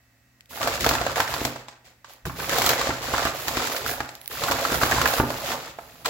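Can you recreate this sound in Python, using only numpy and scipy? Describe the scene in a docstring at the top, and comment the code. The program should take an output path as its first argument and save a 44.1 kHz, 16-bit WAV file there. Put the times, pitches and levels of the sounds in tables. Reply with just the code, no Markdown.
"""A paper takeout bag on a wooden table, close to a phone in a small room with a faint appliance hum.
Hum and two faint ticks open; from 0.5 s a carton is set down while the other hand rummages, fading by 2.2 s.
From 2.25 s the arm goes in, gropes and draws out a wrapped sandwich; from 4.3 s it is laid down and the bag
lifted away. Paper is noise and short rings: facets pop, creases crackle, fibres fizz, panels flex.
Knocks ring table modes from 0.9 to 5.3 s, the hardest at 5.2 s; a decaying noise tail is the room."""
import sys
import numpy as np
from scipy import signal
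from scipy.fft import rfft, irfft, next_fast_len
from scipy.io import wavfile

SR = 44100
rng = np.random.default_rng(int(sys.argv[2]) if len(sys.argv) > 2 else 0)


def materialize(psi):
    """Save the field psi as 16-bit PCM at rate SR to the path in sys.argv[1].

    A 1-D psi becomes a single channel; in a 2-D psi each row is a channel.
    """
    bounded = np.clip(np.atleast_2d(psi).T, -1, 1)
    quanta = np.round(bounded * 32767).astype(np.int16)
    wavfile.write(sys.argv[1], SR, quanta)


N = 268587
T = np.arange(N) / SR


def undb(db):
    """Decibels to amplitude gain."""
    return 10 ** (np.asarray(db) / 20)


def unit(x):
    """Scale to an rms of 1."""
    return x / np.sqrt(np.mean(x ** 2))


def at(points, hz):
    """Read (frequency, value) points on a log-frequency axis."""
    f, value = np.transpose(points)
    return np.interp(np.log(hz + 1e-9), np.log(f), value)


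def decay(t, t60_s):
    """Exponential fade, 60 dB down after t60_s."""
    return np.exp(-np.log(1000) * t / t60_s)


def colour(x, points, size=4096):
    """Causal minimum-phase filter of the given (frequency, dB) shape and unit power gain."""
    log_gain = np.log(undb(at(points, np.fft.rfftfreq(size, 1 / SR))))
    cepstrum = irfft(log_gain)
    # fold the cepstrum to its causal half
    cepstrum[1:size // 2] *= 2
    cepstrum[size // 2 + 1:] = 0
    response = irfft(np.exp(rfft(cepstrum)))
    response /= np.linalg.norm(response)
    return signal.oaconvolve(x, response[None], axes=1)[:, :x.shape[1]]


# likeness of the two ports: (frequency [Hz], left-right correlation [0-1])
PORT_LIKENESS = [(100, 0.88), (600, 0.96), (1400, 0.32), (2500, 0.088), (5000, 0.012)]


def spread(pair):
    """Two unrelated signals to left and right: long waves reach both ports alike."""
    size = next_fast_len(pair.shape[1])
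    alike = np.clip(at(PORT_LIKENESS, np.fft.rfftfreq(size, 1 / SR)), 0, 1)
    mid, side = rfft(pair, size) * np.sqrt([(1 + alike) / 2, (1 - alike) / 2])
    return irfft([mid + side, mid - side], size)[:, :pair.shape[1]]


def add(track, start_s, sound):
    """Mix a sound in at start_s, cut at the end of the track."""
    start = max(int(start_s * SR), 0)
    track[:, start:start + sound.shape[-1]] += sound[..., :max(N - start, 0)]


# still-room noise: (frequency [Hz], density [dB per Hz, relative])
AIR_COLOUR = [(25, -20), (60, 1.5), (120, -12), (170, -12), (260, -7.5), (380, -17), (650, -19), (950, -21),
              (1900, -12), (3200, -24.5), (8000, -23), (15000, -27.5)]
# appliance lines: (frequency [Hz], level [dB])
HUM_LINES = [(120, -70), (255, -77.5), (565, -86), (700, -87.5), (1906, -77), (2046, -88), (2616, -82.5)]
AIR_DB = -65


def still_air(waver_hz=5):
    """Faint room noise and appliance lines whose frequency wavers at random."""
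    out = undb(AIR_DB) * unit(spread(colour(rng.standard_normal((2, N)), AIR_COLOUR)))
    for hz, db in HUM_LINES:
        # one random offset each 50 ms, joined by straight lines
        waver = waver_hz * np.interp(T * 20, np.arange(N), rng.standard_normal(N))
        phase = 2 * np.pi * np.cumsum(hz + waver) / SR
        out = out + undb(db) * np.sqrt(2) * np.sin(phase)
    return out


# standing waves: (frequency [Hz], level [dB], t60 [s])
STANDING_WAVES = [(52.7, -16, .45), (126.8, 2.5, 0.61), (254, -21, 0.47)]
ROOM_T60_S, ROOM_TREBLE_T60_S, ROOM_DB, ROOM_TREBLE_DB = 0.49, 0.11, -5, -7


def room(dry, build_s=0.0053, split_hz=3000, size=30000):
    """Near walls answer within a few ms; the treble dies sooner than the bass and the standing waves."""
    t = np.arange(size) / SR
    noise = spread(rng.standard_normal((2, size)))
    low = signal.sosfilt(signal.butter(2, split_hz, fs=SR, output="sos"), noise)
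    high = signal.sosfilt(signal.butter(2, split_hz, "high", fs=SR, output="sos"), noise)
    build = 1 - np.exp(-(t / build_s) ** 2)
    tail = 0
    for band, t60_s, db in (low, ROOM_T60_S, ROOM_DB), (high, ROOM_TREBLE_T60_S, ROOM_TREBLE_DB):
        fade = decay(t, t60_s) * build
        tail = tail + undb(db) * band * fade / np.linalg.norm(fade)
    for hz, db, t60_s in STANDING_WAVES:
        fade = decay(t, t60_s)
        tail = tail + 2 * undb(db) * np.cos(2 * np.pi * hz * t) * fade / fade.sum()
    return dry + signal.oaconvolve(dry, tail, axes=1)[:, :N]


# things set down or bumped on the table: (time [s], level [dB], contact time [ms])
TABLE_BLOWS = [(0.867, -17.5, 1.7), (0.913, -18, 2.4), (1.013, -18, 5), (1.416, -21, 1.4),
               (1.454, -20.5, 1.9), (2.256, -15, 7), (2.267, -32.5, 0.46), (2.893, -18.5, 2.1),
               (3.137, -22, 1.7), (3.254, -22.5, 0.51), (3.573, -22.5, 0.97), (4.006, -29.5, 0.37),
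               (4.508, -24, 1.9), (4.72, -22, 0.86), (4.833, -17.5, 0.87), (5.2, -10, 0.94),
               (5.237, -21, 1.6), (5.281, -30, 6.9)]
# modes of the table top: (frequency [Hz], level [dB], t60 [s])
TABLE_MODES = [(55, -30, 0.29), (71.5, -13, 0.052), (129.9, -16.5, 0.16), (246, -20, 0.19),
               (304.7, -8.5, 0.08), (384, -0.5, 0.045), (467.7, -4.5, 0.038), (656, -5, 0.054),
               (840, 1, 0.023), (1120, -2, 0.023), (1440, -16, .02)]


def knocks(detune=0.018, size=22050):
    """Blows ring the table top; a longer contact weakens its high modes."""
    t, out = np.arange(size) / SR, np.zeros((2, N))
    hz, mode_db, t60_s = np.transpose(TABLE_MODES)[:, :, None]
    for start_s, blow_db, contact_ms in TABLE_BLOWS:
        f = hz * (1 + detune * rng.standard_normal(hz.shape))
        push = 1 / (1 + (f * contact_ms / 1000) ** 2)
        modes = push * undb(mode_db) * np.sin(2 * np.pi * f * t) * decay(t, t60_s)
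        add(out, start_s, -undb(blow_db) * modes.sum(axis=0))
    return out


# crackling creases: (frequency [Hz], density [dB per Hz, relative])
CREASE_COLOUR = [(900, -20.5), (2000, 3), (3000, -0.5), (4000, -0.5), (6000, -3.5), (7500, -2), (8700, -8),
                 (11000, -28)]
# fizzing fibres: (frequency [Hz], density [dB per Hz, relative])
FIBRE_COLOUR = [(6000, -65.5), (8500, 7.5), (9600, 4), (11300, 6), (15500, 2.5)]


def cracks(rows, rise_s, fade_s, after_db, after_s, size=2048):
    """A crease gives way in a quick run of tiny slips, then settles; rows are (time, crack dB, fizz dB)."""
    t = np.arange(size) / SR
    settling = undb(after_db) * np.exp(-t / after_s)
    run = (1 - np.exp(-t / rise_s)) * (np.exp(-t / fade_s) + settling)
    crease, fibre = np.zeros((2, 2, N))
    for start_s, crack_db, fizz_db in rows:
        slips = run * rng.standard_normal((2, size))
        add(crease, start_s, undb(crack_db) * slips)
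        add(fibre, start_s, undb(fizz_db) * slips)
    return colour(crease, CREASE_COLOUR) + colour(fibre, FIBRE_COLOUR)


# lone ticks close to the ports: (time [s], crack level [dB], fizz level [dB]), relative
THIN_PAPER_TICKS = [(0.4076, -46, -54), (0.458, -56, -59), (0.8085, -38, -31), (1.117, -35, -43),
                    (2.1356, -49, -42), (2.259, -45, -34), (4.059, -52, -45.5), (4.1525, -39, -39),
                    (4.2144, -46.5, -40), (4.2592, -41, -45), (4.2772, -35, -23), (4.487, -44, -25)]


def near_ticks(gain_db=12):
    """Thin paper slips close to the ports in bursts of crease and fibre noise."""
    bursts = cracks(THIN_PAPER_TICKS, rise_s=.0002, fade_s=.0006, after_db=-29, after_s=.014)
    return undb(gain_db) * bursts


# pushes and pulls of the hands on the paper: (start [s], length [s], effort [dB],
# extra fizz of thin or sliding paper [dB], extra flexing of the panels [dB])
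HAND_STROKES = [ (0.488, .06, -49.5, 7.5, 3), (0.531, 0.086, -44, 6, -1), (0.595, 0.16, -35.5, 0, 1),
                (0.783, 0.15, -34, 1.5, 5), (0.922, 0.2, -39.5, -1, 3), (1.147, .07, -34, 2, -4),
                (1.249, 0.22, -38.5, 3, 1.5), (1.49, 0.11, -51.5, -3, -12), (1.664, 0.06, -56.5, -12, -16),
                (1.841, 0.028, -55.5, -2, 0), (2.042, .04, -58, -5, -10), (2.082, 0.041, -54, 4, -12),
                (2.25, 0.02, -43.5, 4, 16.5), (2.29, 0.099, -54, 7, 7), (2.351, 0.17, -39.5, 4.5, 4),
                (2.484, 0.22, -31, 3, -1), (2.642, 0.077, -31, 2.5, -9), (2.752, 0.14, -34, -3, -1),
                (2.914, 0.083, -43, -0.5, 5.5), (3.003, 0.091, -37.5, 0.5, 1.5),
                (3.087, 0.19, -34, -0.5, -2), (3.32, 0.19, -41, 5.5, -4), (3.453, 0.089, -38, 1, 2),
                (3.533, 0.14, -33.5, 0, -15), (3.694, 0.083, -37.5, 6.5, -8), (3.79, 0.078, -42, -4, 3),
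                (3.847, 0.07, -35.5, 7.5, -2), (3.943, 0.1, -46.5, -2, -11), (4.063, 0.1, -55, 3, -14),
                (4.193, 0.09, -60, 13, -4), (4.294, 0.058, -41.5, 7.5, -3), (4.348, 0.094, -39, 2, 1.5),
                (4.397, 0.15, -35, 0.5, 4), (4.546, 0.17, -35, 1.5, -3), (4.707, 0.047, -32.5, 6.5, 8.5),
                (4.798, 0.061, -30.5, 4, -7), (4.874, .16, -32, 0.5, 5), (5.042, 0.14, -33.5, 7, -14),
                (5.223, 0.3, -41.5, 4.5, 0), (5.43, 0.095, -36.5, 1, -5.5), (5.564, 0.12, -45.5, 0, -1),
                (5.747, 0.28, -57.5, 6.5, 6), (6.045, 0.013, -31, -1, -4)]
ATTACK_S, RELEASE_DB_PER_S = 0.0072, 195
SWELL_SHARE = 0.21  # added to the attack, as a share of stroke length
FIRM_DB, POP_GROWTH_DB_PER_DB = -35, 1.084  # effort of a firm grip; pop growth with effort


def stroke_gains():
    """Each stroke takes hold, keeps its effort and lets go; gains of facets, creases, fibres and panels."""
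    power = np.zeros((4, N))
    for start_s, length_s, effort_db, fizz_db, flex_db in HAND_STROKES:
        hold = np.clip((T - start_s) / (ATTACK_S + SWELL_SHARE * length_s), 0, 1)
        release = undb(-RELEASE_DB_PER_S * np.clip(T - start_s - length_s, 0, 1))
        pop_db = FIRM_DB + POP_GROWTH_DB_PER_DB * (effort_db - FIRM_DB)
        levels_db = [pop_db, effort_db, effort_db + fizz_db, effort_db + flex_db]
        power += np.outer(undb(levels_db) ** 2, (hold * release) ** 2)
    return np.sqrt(power)


def facets(per_second=480, centre_hz=950, octaves=0.835, size_spread_db=3.0, cycles=2.35,
           rise_cycles=0.18, size=1100):
    """Small facets pop one by one, each ringing a few cycles at a random pitch of its own."""
    t, out = np.arange(size) / SR, np.zeros((2, N))
    where = np.flatnonzero(rng.random(N) < per_second / SR)
    pitch, strength, left, right = rng.standard_normal((4, N))[:, where, None]
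    hz = np.clip(centre_hz * 2 ** (octaves * pitch), 220, 5000)
    shape = np.exp(-hz * t / cycles) * (1 - np.exp(-hz * t / rise_cycles))
    # high facets die sooner, so they start louder for the same energy
    loud = undb(size_spread_db * np.minimum(strength, 1)) * np.sqrt(hz) * shape
    rings = np.stack([loud * np.sin(2 * np.pi * (hz * t + turn)) for turn in (left, right)], axis=1)
    for start, ring in zip(where, rings):
        add(out, start / SR, ring)
    return unit(out)


def crackle(where, sizes, lo_hz, count, patchy_db, cycles):
    """Each tiny buckle rings half-octave resonances of the sheet in a mix of its own."""
    out = np.zeros((2, N))
    for hz in lo_hz * 2 ** (np.arange(count) / 2):
        mix = undb(patchy_db * rng.standard_normal(len(where)))
        kicks = sizes * mix * rng.standard_normal((2, len(where)))
        train = np.array([np.bincount(where, k, N) for k in kicks])
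        out += signal.lfilter(*signal.iirpeak(hz, cycles, SR), train)
    return out


# pops favoured by the stiff sheet: (frequency [Hz], level [dB])
SHEET_COLOUR = [(130, -7), (280, -3.5), (450, 1), (650, -2), (950, -4), (1300, 1.5), (1700, 1.5),
                (2200, -7), (3000, -3), (5000, -15)]
# flexing panels: (frequency [Hz], density [dB per Hz, relative])
PANEL_COLOUR = [(22, -31), (40, 4), (55, 4), (90, 1), (130, 3), (170, 0.5), (205, 1), (250, -2.5),
                (340, -0.5), (500, -13.5), (900, -31)]


def rustle(gains, per_second=1300, size_spread_db=0.1, facet_db=1.5, crease_db=1, fibre_db=-5.5,
           panel_db=-9, slide_db=-1):
    """Popping facets, crackling creases, fizzing fibres, flexing panels and the hiss of sliding paper."""
    facet, crease, fibre, panel = gains
    where = np.flatnonzero(rng.random(N) < per_second / SR)
    sizes = undb(size_spread_db * np.minimum(rng.standard_normal(N)[where], 2))
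    slide = undb(slide_db) * rng.standard_normal((2, N))
    grit = unit(crackle(where, sizes, 1785, count=7, patchy_db=-0.5, cycles=2.74)) + slide
    flex = crackle(where, sizes, 43.6, count=8, patchy_db=4.0, cycles=5.9)
    out = undb(facet_db) * facet * unit(colour(facets(), SHEET_COLOUR))
    out += undb(crease_db) * crease * unit(colour(grit, CREASE_COLOUR))
    out += undb(fibre_db) * fibre * unit(colour(grit, FIBRE_COLOUR))
    out += undb(panel_db) * panel * unit(colour(flex, PANEL_COLOUR))
    return spread(out)


def small_buckles(effort, per_second=12, centre_hz=1200, octaves=0.57, pop_db=4, crack_db=-1, scatter_db=3):
    """Lesser buckles come by chance, as strong as the hand is pressing; rows as in LOUD_BUCKLES."""
    where = np.flatnonzero(rng.random(N) < per_second / SR)
    pitch, pop, crack = np.clip(rng.standard_normal((3, N))[:, where], -2, 2)
    effort_db = 20 * np.log10(effort[where] + 1e-9)
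    hz = centre_hz * 2 ** (octaves * pitch)
    pops_db = effort_db + pop_db + scatter_db * pop
    cracks_db = effort_db + crack_db + scatter_db * crack
    return np.column_stack([where / SR, hz, pops_db, cracks_db])


def followers(rows, count=1, soonest_s=.002, within_s=.005, pop_db=-7, crack_db=-7, octaves=.35):
    """A loud buckle loads its neighbours, which give way a few ms later, weaker and at other pitches."""
    start_s, hz, pop, crack = np.repeat(rows, count, axis=0).T
    wait, pitch = rng.random((len(start_s), 2)).T
    later_s = start_s + soonest_s + within_s * wait
    new_hz = hz * 2 ** (octaves * (2 * pitch - 1))
    return np.column_stack([later_s, new_hz, pop + pop_db, crack + crack_db])


# shudder of the sheet: (frequency [Hz], density [dB per Hz, relative])
SHUDDER_COLOUR = [(130, -20), (280, -2), (450, -3), (650, 0.5), (950, 5.5), (1300, 9.5), (1700, 8.5),
                  (2200, -3), (3000, -8), (5000, -38.5)]
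# harder cracks tear more fibres: fizz at a loud crack, and its growth
LOUD_CRACK_DB, LOUD_FIZZ_DB, FIZZ_GROWTH_DB_PER_DB = -19.5, -23, 1.6


def snaps(rows, ring_s=0.0017, sheet_db=-3, ring_db=7, crack_db=5, side_db=-5, overtone=1.45, size=2048):
    """A facet flips over: a few cycles at its own pitch, a shudder of the sheet, a crack along the crease."""
    t = np.arange(size) / SR
    rings, sheets = np.zeros((2, 2, N))
    swell, shudder = 1 - np.exp(-t / .00025), np.exp(-t / .005)
    ratios = np.array([[1], [overtone]])
    ring_levels_db = ring_db + np.array([[0], [side_db]])
    creases = []
    for start_s, hz, pop_db, snap_crack_db in rows:
        ring = -np.sin(2 * np.pi * hz * t * ratios) * np.exp(-t / ring_s)
        add(rings, start_s, undb(pop_db + ring_levels_db) * swell * ring)
        noise = rng.standard_normal((2, size))
        add(sheets, start_s, undb(pop_db + sheet_db) * swell * shudder * noise)
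        fizz_db = LOUD_FIZZ_DB + FIZZ_GROWTH_DB_PER_DB * (snap_crack_db - LOUD_CRACK_DB)
        creases.append((start_s, snap_crack_db, fizz_db))
    edges = cracks(creases, rise_s=.0005, fade_s=.0017, after_db=-19, after_s=.012)
    return spread(rings + colour(sheets, SHUDDER_COLOUR) + undb(crack_db) * edges)


# single loud buckles: (time [s], facet pitch [Hz], pop level [dB], crack level [dB]), relative
LOUD_BUCKLES = [(0.6093, 690, -25, -36), (0.6144, 1100, -23, -31), (0.6291, 640, -25, -25),
                (0.6739, 750, -17.5, -22.5), (0.8076, 1850, -29, -25.5), (0.8442, 1240, -18, -21),
                (0.8634, 700, -12.5, -20), (0.89, 624, -26, -16), (0.9106, 1410, -17.5, -32),
                (0.9371, 835, -26, -26), (0.9519, 870, -22, -24), (1.0135, 656, -22.5, -29),
                (1.0653, 614, -17.5, -28), (1.1585, 1805, -23.5, -28), (1.1695, 645, -22, -40),
                (1.1794, 717, -20, -38), (1.199, 650, -19, -41), (1.2021, 1260, -14.5, -20.5),
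                (1.2772, 1830, -29, -31), (1.3392, 970, -22, -25), (1.4504, 620, -25, -20),
                (1.559, 626, -30.5, -40), (1.6838, 1050, -36.5, -37.5), (2.0448, 1110, -39, -45.5),
                (2.2537, 1570, -28, -37), (2.2963, 1160, -27, -60), (2.4007, 1580, -25, -42),
                (2.4939, 1330, -28, -22), (2.5276, 524, -22, -31), (2.5833, 660, -19, -18.5),
                (2.6197, 2270, -25, -20), (2.662, 1330, -36, -15.5), (2.6915, 1580, -22, -15),
                (2.7329, 670, -20, -25), (2.7938, 595, -25, -29), (2.813, 1190, -19, -23.5),
                (2.8706, 570, -21.5, -29), (2.9049, 1370, -18, -60), (3.1377, 1130, -16, -39),
                (3.18, 1260, -20.5, -26), (3.2519, 1630, -21, -24.5), (3.2701, 1210, -19.5, -48),
                (3.4814, 1800, -23, -21), (3.5704, 1440, -21.5, -25), (3.7637, 1750, -29.5, -25.5),
                (3.8625, 1360, -28, -34), (4.004, 1620, -21, -30.5), (4.0902, 670, -38, -34.5),
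                (4.4368, 1240, -23, -23), (4.4839, 1300, -19.5, -38), (4.5118, 620, -18.5, -21),
                (4.5196, 1000, -21.5, -22), (4.6507, 1270, -18, -26), (4.7442, 584, -22.5, -26.5),
                (4.8149, 1310, -17, -36), (4.8329, 1230, -13.5, -21.5), (4.9124, 676, -20.5, -23),
                (4.9206, 1640, -13, -30), (4.9838, 1120, -20.5, -35), (5.0147, 1290, -17.5, -20),
                (5.057, 1690, -11, -23), (5.0756, 1720, -31, -21.5), (5.1371, 695, -20, -25.5),
                (5.1817, 1030, -21.5, -30), (5.1992, 635, -13.5, -53), (5.3033, 610, -24, -29),
                (5.5174, 1790, -26.5, -33), (5.7868, 694, -30.5, -46), (6.0582, 1090, -23, -21.5)]


def scene():
    """Paper and table in the room; the nearest ticks and the still air stay dry."""
    ticks = near_ticks()
    gains = stroke_gains()
    crease_effort = gains[1]
    buckles = np.vstack([LOUD_BUCKLES, followers(LOUD_BUCKLES), small_buckles(crease_effort)])
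    handling = rustle(gains) + snaps(buckles) + knocks()
    return room(handling) + ticks + still_air()


# colour of the two microphone ports: (frequency [Hz], left level [dB], right level [dB])
PORT_COLOUR = [(100, 3, 2.5), (417, -1, 1), (700, 3, 6), (1390, -1, 3), (2520, 3, 1.5), (4500, 4, 3.5),
               (8400, 0.5, 1), (8900, -13.5, -7), (10700, -7, 3), (16700, -12, 9.5)]
RUMBLE_HZ, TOP_HZ = 44, 15900


def record(dry):
    """Each port has its own colour, the left much duller; rumble and top are cut, peaks rounded by tanh."""
    size = next_fast_len(N + SR // 10)
    f, ports = np.fft.rfftfreq(size, 1 / SR), np.array(PORT_COLOUR)
    gains = undb([at(ports[:, [0, side]], f) for side in (1, 2)])
    rumble_cut = f ** 5 / np.sqrt(f ** 10 + float(RUMBLE_HZ) ** 10)
    heard = irfft(rfft(dry, size) * gains * rumble_cut, size)[:, :N]
    top_cut = signal.ellip(10, .2, 80, TOP_HZ, fs=SR, output="sos")
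    return signal.sosfilt(top_cut, np.tanh(heard))


dry = scene()
out = record(dry)
materialize(out)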